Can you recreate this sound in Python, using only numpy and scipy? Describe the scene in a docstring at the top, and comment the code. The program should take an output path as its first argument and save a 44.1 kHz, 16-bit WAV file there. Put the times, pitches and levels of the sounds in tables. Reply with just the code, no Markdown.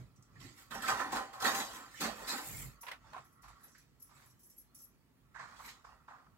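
"""A bare room with a concrete floor, close to a hand-held phone. A plastic spinning toy whirrs faintly,
its tip rubbing the floor and its arms ringing. Something hollow clatters nearby: each blow rings its
body, cracks, throws sand and thuds into the floor. Dry clacks follow, then duller knocks further off.
Grit scrapes underfoot, small metal pieces jingle, and the room hums and answers every blow.
Nearly everything is noise, shaped by an envelope and coloured by resonances or a spectrum."""
import sys
import numpy as np
from scipy import signal
from scipy.fft import rfft, irfft, next_fast_len
from scipy.io import wavfile
from scipy.ndimage import uniform_filter1d, map_coordinates

SR = 44100
rng = np.random.default_rng(int(sys.argv[2]) if len(sys.argv) > 2 else 0)


def store_wav(level_fs):
    """Save 16-bit WAV to argv[1]."""
    pcm = np.round(np.clip(np.atleast_2d(level_fs), -1, 1) * 32767)
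    wavfile.write(sys.argv[1], SR, pcm.T.astype(np.int16))


N = 281122
T = np.arange(N) / SR

# the hollow object's modes, four families from low to high: (pitch [Hz], width [Hz], level [dB])
HOLLOW_MODES = [
    [(754, 15, -1.5), (791.7, 16, 4), (863, 12, -3)],
    [(921, 18, 1), (1024.5, 11, 7), (1093.3, 18, 4)],
    [(1212, 25, 2), (1323, 25, 3), (1429, 34, -3.5), (1470, 15, -1.5), (1547, 35, -1)],
    [(1717, 30, -3), (1789, 22, 2), (1894, 26, 1)],
]
# its broad, dead shell tone: (centre [Hz], width [Hz], level [dB])
SHELL_BANDS = [(492, 250, 2), (1110, 1040, -2)]
# the floor's deeper and higher thud, one list each: (pitch [Hz], width [Hz], level [dB])
FLOOR_MODES = [(222, 47.5, 1)], [(276.3, 40, -1), (355, 81, -9)]
# lower and upper bands of a dull knock, one list each: (centre [Hz], width [Hz], level [dB])
KNOCK_BANDS = [(657, 1200, 5), (1180, 787, 12)], [(1617, 730, 3), (2140, 520, -5.5)]
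# the colour of grit: (frequency [Hz], level [dB])
GRIT_SPECTRUM = [(1060, -30), (1800, -1), (2470, -3), (2810, -8), (4540, -5), (5400, -7.5), (7610, -9),
                 (10000, -24), (13000, -38.5), (22000, -120)]


def amp(db):
    return 10 ** (np.asarray(db) / 20)


def unit(x):
    return x / np.sqrt(np.mean(x ** 2) + 1e-20)


def wobble(rate):
    """A smooth random curve with `rate` knots a second."""
    return map_coordinates(rng.standard_normal(int(N * rate / SR) + 4), [T * rate])


def filtered(x, response):
    """Colour x with a frequency response, scaled so that white noise keeps its power."""
    size = next_fast_len(N + SR // 2)
    gain = response(np.fft.rfftfreq(size, 1 / SR))
    return irfft(rfft(x, size) * unit(np.abs(gain)) * np.exp(1j * np.angle(gain)), size)[..., :N]


def eq_curve(points):
    """A response through (frequency [Hz], level [dB]) points on a log axis."""
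    hz, db = np.transpose(points)
    return lambda f: amp(np.interp(np.log(f + 1), np.log(hz + 1), db))


def modes(rows, low_hz, order=1):
    """Resonances of alternating sign with a two-pole bass cut; a higher order steepens it all."""
    def response(f):
        ring = sum((-1) ** k * amp(db) * 1j * f * width / (hz * hz - f * f + 1j * f * width)
                   for k, (hz, width, db) in enumerate(rows))
        return (ring * (1j * f / (low_hz + 1j * f)) ** 2) ** order
    return response


def noise(focus, grain_db=0, rate=300, patchy_db=0):
    """Stereo noise, `focus` of its power from one side; grain flickers the level, patchy the colour."""
    shared, left, right = rng.standard_normal((3, N + 512))
    direct = np.array([np.roll(shared, 5), shared])  # the left port hears it 5 samples late
    both = np.sqrt(focus) * direct + np.sqrt(1 - focus) * np.array([left, right])
    if patchy_db:
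        spectra = signal.stft(both, nperseg=512)[2]
        patches = uniform_filter1d(rng.standard_normal(spectra.shape[1:]), size=2, axis=0)
        patches = uniform_filter1d(patches, size=11, axis=1)
        both = signal.istft(spectra * amp(patchy_db * unit(patches)), nperseg=512)[1]
    return unit(both[:, :N] * amp(grain_db * wobble(rate)))


def tails(times, db, t60, rise_s, pan_db=0):
    """Stereo envelope of blows that swell around their moment and die away; positive pan is left."""
    power, lead = np.zeros((2, N + 2 * SR)), SR // 20
    t = (np.arange(SR) - lead) / SR
    for start, level, decay, rise, pan in np.broadcast(times, db, t60, rise_s, pan_db):
        attack = .5 + .5 * np.tanh(t / rise)
        envelope = amp(level - 60 * np.maximum(t, 0) / decay) * attack
        power[:, round(start * SR):][:, :SR] += (envelope * amp([[pan / 2], [-pan / 2]])) ** 2
    return np.sqrt(power[:, lead:lead + N])


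def strokes(times, hold, db, rest_db, rise, fall):
    """Envelope of gestures that rise, hold and fall above a resting level; slopes in dB per second."""
    t = T[::64]
    before = np.maximum(times[:, None] - t, 0)
    after = np.maximum(t - (times + hold)[:, None], 0)
    power = (amp(db[:, None] - rise * before - fall * after) ** 2).sum(axis=0) + amp(rest_db) ** 2
    return np.interp(T, t, np.sqrt(power))


def room():
    """A steady hum under swelling low room modes, with a low thump dying away at the start."""
    # noise bed of room and microphone: (frequency [Hz], level [dB])
    bed_spectrum = [(88, -33.5), (150, -1), (162, -17.5), (269, -11), (391, -21.5), (466, -19.5),
                    (820, -26), (870, -21), (1500, -29.5), (1630, -25.5), (3990, -35), (7910, -38),
                    (16000, -32.5)]
    # the lowest room mode, then the next ones up: (pitch [Hz], width [Hz], level [dB])
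    deep_mode = [(49.7, 21, 0)]
    boom_modes = [(92.7, 16.7, -3), (126.5, 12, 1), (173, 46, -9.5)]
    # low swells of room and hand: (crest time [s], hold [s], deep [dB], boom [dB])
    swells = [(0.0, 0.0049, -57, -52), (0.192, 0.0082, -82, -64), (0.47, 0.018, -63, -59.5),
              (0.776, .02, -61, -66), (0.935, .01, -63, -58), (1.164, .01, -64, -59.5),
              (1.464, 0.12, -67, -58), (1.68, 0.04, -67, -67.5), (2.093, 0.041, -65, -58),
              (2.205, 0.044, -63, -70), (2.51, 0.035, -76, -51.5), (2.593, 0.097, -57, -51.5),
              (3.08, 0.026, -63, -69.5), (3.203, 0.026, -75, -64), (3.492, .04, -63, -68.5),
              (3.924, .02, -72.5, -68), (4.182, .01, -78, -66), (5.45, .01, -71, -63.5),
              (5.617, 0.022, -70, -74), (5.94, 0.021, -64, -79)]
    times, hold, deep_db, boom_db = np.transpose(swells)
    deep = strokes(times, hold, deep_db, rest_db=-77.5, rise=120, fall=190)
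    boom = strokes(times, hold, boom_db, rest_db=-74, rise=120, fall=190)
    deep = deep * filtered(noise(0.81), modes(deep_mode, low_hz=35, order=2))
    boom = boom * filtered(noise(0.68, grain_db=3, rate=8.1), modes(boom_modes, low_hz=69.2))
    thump_hz, thump_db, thump_t60 = 125, -45, 0.23
    thump = amp(thump_db - 60 * T / thump_t60) * np.sin(2 * np.pi * thump_hz * T)
    bed = amp(-74) * filtered(noise(0.3, patchy_db=2), eq_curve(bed_spectrum))
    return bed + deep + boom + thump


def far_knocks():
    """Distant knocks, heard mostly as the room's answer: broad mid bands that flutter as they fade."""
    # (time [s], level [dB], upper band offset [dB], crack offset [dB], base t60 [s])
    knocks = [(3.433, -43, -13, -19.5, 0.4), (3.479, -50, -2, -13, 0.46), (3.643, -55.5, 1, -23, 0.22),
              (3.749, -70.5, 13, 4, 0.56), (4.092, -54.5, -8.5, -17, 0.84), (4.162, -60.5, 11, -9, 0.53),
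              (4.219, -56, 6, -11, 0.3), (5.348, -40.5, 6.5, -24.5, 0.78), (5.39, -37, -8, -22.5, 0.75),
              (5.562, -52, 3.5, -9, .73), (5.59, -39.5, -9.5, -25, .41), (5.648, -52, -14, -2, 0.2),
              (5.682, -56.5, -11, 7, 0.27), (5.845, -43.5, -21, -22.5, .51), (6.081, -39, -11, -30.5, 0.6)]
    times, db, upper_db, crack_db, t60 = np.transpose(knocks)
    rise_s = 0.003
    lower = tails(times, db - 12.5, t60, rise_s, pan_db=0.012) * noise(0.5, grain_db=-2.5, rate=130)
    upper = tails(times, db + upper_db - 15.5, 0.75 * t60, rise_s, pan_db=-9.5)
    upper *= noise(1, grain_db=7.5, rate=82)
    crack = tails(times, db + crack_db + 0.5, 0.98 * t60, 2 * rise_s)
    crack *= noise(0.2, grain_db=0.5, patchy_db=3)
    return (filtered(lower, modes(KNOCK_BANDS[0], low_hz=350, order=2))
            + filtered(upper, modes(KNOCK_BANDS[1], low_hz=350, order=2))
            + filtered(crack, eq_curve(GRIT_SPECTRUM)))


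def toy_whirr():
    """The spinning tip rubs the concrete and the toy's arms ring softly."""
    # level ride of the rubbing tip: (time [s], level [dB])
    ride = [(0, -73.5), (.1, -83), (.22, -73.5), (1.5, -68), (3.05, -71.5), (3.3, -74), (3.5, -64.5),
            (3.9, -88), (4.1, -75), (4.5, -94.5), (4.8, -78.5), (5.1, -93), (5.33, -75.5), (6.0, -73),
            (6.37, -82.5)]
    # the ringing arms: (pitch [Hz], width [Hz], level [dB])
    arm_modes = [(1120, 83, 0.5), (1350, 97, 1), (1960, 100, -6)]
    times, db = np.transpose(ride)
    friction = amp(np.interp(T, times, db)) * noise(0.47, grain_db=2, rate=46)
    return filtered(friction, modes(arm_modes, low_hz=700, order=1.6))


def floor_scrapes():
    """Grains of friction shake the hollow body, the grit and the floor; faint rubbing lies between."""
    # (crest time [s], hold [s], rattle [dB], grit [dB], sand [dB])
    scrapes = [(0.0, 0.0067, -71, -69, -75), (0.278, 0.059, -77, -95, -97), (0.442, 0.036, -76, -60, -87),
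               (0.6, 0.027, -72, -65.5, -61.5), (0.891, 0.011, -42, -42.5, -51),
               (0.991, 0.021, -34, -63, -67), (1.15, 0.023, -38, -52, -83), (1.452, 0.034, -42.5, -55, -59),
               (1.561, 0.025, -43, -46.5, -47), (1.747, 0.018, -49.5, -56, -54),
               (2.028, 0.035, -86, -46.5, -51), (2.182, 0.17, -47, -55, -57.5),
               (2.36, 0.052, -64, -58, -52.5), (2.467, .17, -59, -55, -46.5), (3.07, 0.14, -62.5, -69, -87),
               (3.6, 0.074, -66, -74.5, -80), (4.15, 0.107, -73.5, -74, -70.5),
               (4.451, .1, -88.5, -97, -69), (5.498, 0.014, -75, -67, -77), (5.665, 0.011, -54, -63, -57),
               (5.888, 0.032, -62.5, -88, -99), (6.17, 0.037, -70, -82.5, -100)]
    # hiss of sliding sand: (frequency [Hz], level [dB])
    sand_spectrum = [(4120, -42.5), (7000, -4), (8150, -3), (9160, -15), (11800, -1), (13300, -7.5),
                     (15100, -9.5), (16000, -6.5)]
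    times, hold, rattle_db, grit_db, sand_db = np.transpose(scrapes)
    drag_db = (rattle_db + grit_db) / 2 - 10.5  # the floor rumbles under rattle and grit
    shake = strokes(times, hold, rattle_db, rest_db=-86.5, rise=170, fall=132)
    rub = strokes(times, hold, grit_db, rest_db=-86, rise=170, fall=132)
    slide = strokes(times, hold, sand_db, rest_db=-90, rise=170, fall=230)
    pull = strokes(times, hold, drag_db, rest_db=-77.5, rise=170, fall=132)
    rattle = amp(-7) * shake * noise(0.29, grain_db=-1, rate=230, patchy_db=5.5)
    ring = amp(-7.5) * shake * noise(1, grain_db=1.5, rate=120)
    grit = rub * noise(0.048, grain_db=1, patchy_db=5.5)
    drag = pull * noise(0.8, grain_db=1.5, rate=23)
    sand = slide * noise(0.23, grain_db=1.5, patchy_db=4.5)
    return (filtered(rattle, modes(SHELL_BANDS, low_hz=300))
            + filtered(ring, modes(sum(HOLLOW_MODES, []), low_hz=395))
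            + filtered(grit, eq_curve(GRIT_SPECTRUM))
            + filtered(drag, modes(FLOOR_MODES[0] + FLOOR_MODES[1], low_hz=118))
            + filtered(sand, eq_curve(sand_spectrum)))


def metal_jingle():
    """Every touch ticks and shakes the small metal pieces, which chatter on for a moment."""
    # (time [s], level [dB], mid offset [dB], low offset [dB], fizz offset [dB], base t60 [s])
    touches = [(0.16, -81, -11, 13, -13, .16), (0.225, -79.5, -13, 20, -4, 0.11),
               (2.81, -49.5, -15, -8, -8.5, 0.286), (3.2445, -63.5, -15, -7, -11.5, .28),
               (3.3236, -63.5, -9, -12, -21, .18), (3.42, -58, -12, -8, -15, .19),
               (3.4818, -64, -9, -8, -6, .14), (3.609, -63.5, -12, -14, -16, 0.26),
               (3.633, -48, -18, -17, -22.5, 0.22), (3.6796, -64, -14, 0, -16, 0.2),
               (3.719, -70, -14, 7, -12, .15), (3.7805, -60, -9.5, -2, -10, .18),
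               (3.999, -61, -17, -5, -15.5, 0.34), (4.022, -47, -17, -14.5, -14, 0.16),
               (4.0696, -61, -11, -8, -11.5, 0.16), (4.2588, -60, -12, -9, -15, 0.28),
               (4.2994, -66, -7, -1.5, -12.5, 0.154), (4.394, -63, -13, -5, -2, 0.27),
               (4.432, -54.5, -27, -12.5, -15.5, 0.26), (4.4547, -60, -13, -14, -8, .21),
               (4.4994, -58.5, -10.5, -3, -5.5, .19), (4.5635, -56.5, -25, -16, -19, .18),
               (4.579, -44.5, -14, -17, -16.5, 0.2), (4.7476, -46, -38, -14.5, -15, 0.33),
               (4.7892, -54.5, -20, -2.5, -18.5, 0.18), (4.82, -50.5, -8, -14, -7, 0.19)]
    # the metal's ring in three registers: (pitch [Hz], width [Hz], level [dB])
    high_modes = [(10970, 180, -4.5), (11220, 100, -5), (11530, 50, 4), (11820, 70, 1.5),
                  (11700, 1050, -13.5)]
    mid_mode = [(10080, 40, 0)]
    low_modes = [(5250, 120, -1), (5640, 60, 4), (6065, 60, 5), (7900, 560, -3), (6200, 5300, -12.5)]
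    # dense top modes blurring into fizz: (frequency [Hz], level [dB])
    fizz_spectrum = [(5000, -57), (8500, -29), (9420, -20.5), (11500, -8), (12800, -8.5), (16000, -8.5)]
    times, db, mid_db, low_db, fizz_db, t60 = np.transpose(touches)
    rise_s = 0.0027
    high = tails(times, db - 4.5, t60, rise_s) * noise(0.43, grain_db=-0.5, rate=60, patchy_db=6.5)
    mid = tails(times, db + mid_db - 2, 0.87 * t60, rise_s) * noise(0.4, grain_db=3, rate=92)
    low = tails(times, db + low_db - 4, 1.38 * t60, rise_s) * noise(0.21, grain_db=1.5, rate=77)
    tick = tails(times, db + low_db - 4, t60=0.028, rise_s=0.000537) * noise(0.45)
    fizz = tails(times, db + fizz_db + 2, 1.1 * t60, rise_s) * noise(0.4, grain_db=4, patchy_db=1.5)
    return (filtered(high, modes(high_modes, low_hz=6050))
            + filtered(mid, modes(mid_mode, low_hz=6000))
            + filtered(low, modes(low_modes, low_hz=3500))
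            + filtered(tick, modes([(6900, 1800, 0)], low_hz=3500))
            + filtered(fizz, eq_curve(fizz_spectrum)))


def dry_clacks():
    """Hard little contacts: a brief pitched ring over a click and a short puff of room."""
    # (time [s], level [dB], pitch [Hz], click offset [dB], base t60 [s])
    contacts = [(2.832, -43, 930, -14, 0.18), (2.867, -41.5, 970, -6.5, 0.16), (2.883, -38, 1015, -8, 0.14),
                (2.915, -33, 2040, -6.5, 0.068), (2.932, -45.5, 1500, -7.5, 0.15),
                (3.031, -74, 1000, -20, 0.053), (3.044, -55, 890, -30, 0.31), (3.133, -36, 890, -15, 0.035),
                (3.145, -32.5, 1056, -39, 0.065), (3.165, -32, 755, -42, 0.065),
                (3.18, -36, 1064, -35, 0.11)]
    # snap of the contact: (frequency [Hz], level [dB])
    click_spectrum = [(1060, -29), (1800, 1), (2000, -2), (3230, -8.5), (5090, -16.5), (6470, -21.5),
                      (14000, -27.5)]
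    times, db, hz, click_db, t60 = np.transpose(contacts)
    rings, t = np.zeros(N + SR), T[:SR // 8]
    attack = 1 - np.exp(-t / 0.00057)
    for start, level, pitch, decay in zip(times, db, hz, t60):
        tone = np.sin(2 * np.pi * pitch * t) + 0.17 * np.sin(2 * np.pi * 1.7 * pitch * t)
        rings[round(start * SR):][:len(t)] += amp(level - 6.5 - 60 * t / (0.7 * decay)) * attack * tone
    puff = tails(times, db - 10, 1.14 * t60, rise_s=0.007) * noise(0.28, grain_db=0.5)
    click = tails(times, db + click_db + 0.5, t60, rise_s=0.00022) * noise(0.13)
    return (rings[:N] + filtered(puff, modes(KNOCK_BANDS[0] + KNOCK_BANDS[1], low_hz=477))
            + filtered(click, eq_curve(click_spectrum)))


def hollow_clatter():
    """Each blow rings the modes near its favoured pitch, cracks, throws sand and thuds into the floor."""
    # (time [s], level [dB], crack offset [dB], deep thud offset [dB], high thud offset [dB],
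    #  base t60 [s], rise [s], pan [dB], favoured pitch [Hz], ring offset [dB])
    blows = [(0.354, -58, -35, -25, -24, 0.2, .002, -8, 1820, 0.5),
             (0.402, -65, 4.5, -4, 10.5, 0.84, .007, -22, 1020, -8),
             (0.439, -64.5, 3.5, 4.5, 16.5, 0.4, .0025, -20, 1150, -3),
             (0.575, -63, 4, -18, -30, 0.5, .005, -2, 1290, 4),
             (0.709, -40.5, -9.5, -3.5, -19.5, 1, .005, -5.5, 1530, 0.5),
             (0.746, -31, -15.5, -7.5, -22, 0.18, .003, 3.5, 800, -4),
             (0.821, -35, -11, -19, -23.5, 1, .0015, -1.5, 1570, -0.5),
             (0.88, -24, -14, -31, -27.5, 0.31, .002, 0.5, 1209, 2),
             (0.912, -23.5, -24, -28, -26.5, 0.19, .003, -1, 1360, -4),
             (0.994, -24.5, -30.5, -37.5, -18, 0.27, .0015, -3, 1557, -5),
             (1.037, -38.5, -28, -26, -4, 0.69, .0025, 6, 835, -1),
             (1.121, -28, -17.5, -15.5, -13, 0.52, .0045, 2, 765, -0.5),
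             (1.158, -24.5, -20.5, -22, -24, 0.3, .004, -1.5, 1200, -4.5),
             (1.331, -39, -18.5, -36, -30.5, 0.46, .003, 0.5, 960, -0.5),
             (1.402, -39.5, -6.5, -31.5, -31, 0.86, .0036, 0, 1370, -0.5),
             (1.421, -29, -11, -22, -20, .43, .003, 2.5, 900, 0),
             (1.444, -23, -14.5, -14, -25, 0.45, .003, -7.5, 1590, -2),
             (1.458, -20, -16, -25.5, -25, 0.59, .0036, 5.5, 800, -13),
             (1.547, -30.5, -9, -23.5, -28, 0.83, .003, 3.5, 1060, -7),
             (1.598, -27, -14.5, -13, -15, 0.2, .003, -0.5, 1060, -7),
             (1.755, -43.5, -13, -29, -11.5, 1, .003, -0.5, 1390, -5.5),
             (1.936, -64.5, -11.5, -20, -15, 0.23, .003, -8, 1850, 12.5),
             (2.008, -30.5, -4.5, -3, -31, 0.43, .006, 2.5, 1280, -2.5),
             (2.041, -25.5, -33, -9, -34, .39, .0036, -10.5, 1500, -14),
             (2.278, -34.5, -3.5, -19, -14.5, 0.69, .008, 1.5, 1390, -2.5),
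             (2.32, -30, -17.5, -21, -11, .54, .006, -2, 780, -12.5),
             (2.376, -34, -9.5, -21, -23, 0.2, .0024, 6, 800, -2.5)]
    # the crack of impact and the spray of sand: (frequency [Hz], level [dB])
    crack_spectrum = [(1180, -28.5), (2000, -3), (2170, -13.5), (2480, -9), (2900, -10), (3920, -6),
                      (4390, -7.5), (5940, -11.5), (7740, -8.5), (9000, -40), (11700, -45.5), (19800, -120)]
    spray_spectrum = [(5000, -27), (8500, -2.5), (10300, -10), (11200, -1.5), (12700, -2.5), (14400, -6.5),
                      (16000, -13)]
    # the object's treble ring: (pitch [Hz], width [Hz], level [dB])
    rim_modes = [(2540, 30, -1.5), (4897, 400, -4.5), (6380, 180, -14.5), (7540, 41, -2.5)]
    times, db, crack_db, deep_db, high_db, t60, rise_s, pan_db, hz, ring_db = np.transpose(blows)
    shell = tails(times, db - 15, t60, rise_s, pan_db) * noise(0.54, grain_db=1, rate=360, patchy_db=3)
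    out = filtered(shell, modes(SHELL_BANDS, low_hz=320))
    for family in HOLLOW_MODES:
        octaves_off = np.abs(np.log2(np.mean(family, axis=0)[0] / hz))
        ring = tails(times, db + ring_db - 15.5 * octaves_off - 5, 0.7 * t60, rise_s, pan_db)
        out += filtered(ring * noise(0.65, grain_db=1.5, rate=70), modes(family, low_hz=400))
    bright = tails(times, db + crack_db, 0.71 * t60, rise_s, 0.5 * pan_db)
    crack = amp(0.5) * bright * noise(0.38, grain_db=-1, rate=340, patchy_db=6)
    rim = amp(-11) * bright * noise(0.49, grain_db=2.5, rate=28)
    out += filtered(crack, eq_curve(crack_spectrum)) + filtered(rim, modes(rim_modes, low_hz=2010))
    spray = tails(times, db + crack_db - 5, 0.65 * t60, rise_s)
    out += filtered(spray * noise(0.3, grain_db=1, rate=370, patchy_db=2), eq_curve(spray_spectrum))
    for family, thud_db in zip(FLOOR_MODES, (deep_db, high_db)):
        thud = tails(times, db + thud_db - 7, 0.84 * t60, rise_s + 0.0055) * noise(0.92)
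        out += filtered(thud, modes(family, low_hz=120))
    return out


def scene():
    """All the layers, summed in stereo."""
    return (toy_whirr() + hollow_clatter() + dry_clacks() + far_knocks() + metal_jingle()
            + floor_scrapes() + room())


def record(dry):
    """The phone's two ports each have their own colour, and nothing passes above its band limit."""
    # balance between the ports: (frequency [Hz], left over right [dB])
    port_balance = [(60, -3), (240, -2.5), (950, -3.5), (3770, -3.5), (15000, 1.5)]
    top_hz = 15830
    size = next_fast_len(N + SR // 2)
    hz = np.fft.rfftfreq(size, 1 / SR)
    ports = eq_curve(port_balance)(hz) ** np.array([[.5], [-.5]])
    return irfft(rfft(dry, size) * ports * (hz < top_hz), size)[:, :N]


dry = scene()
out = record(dry)
store_wav(out)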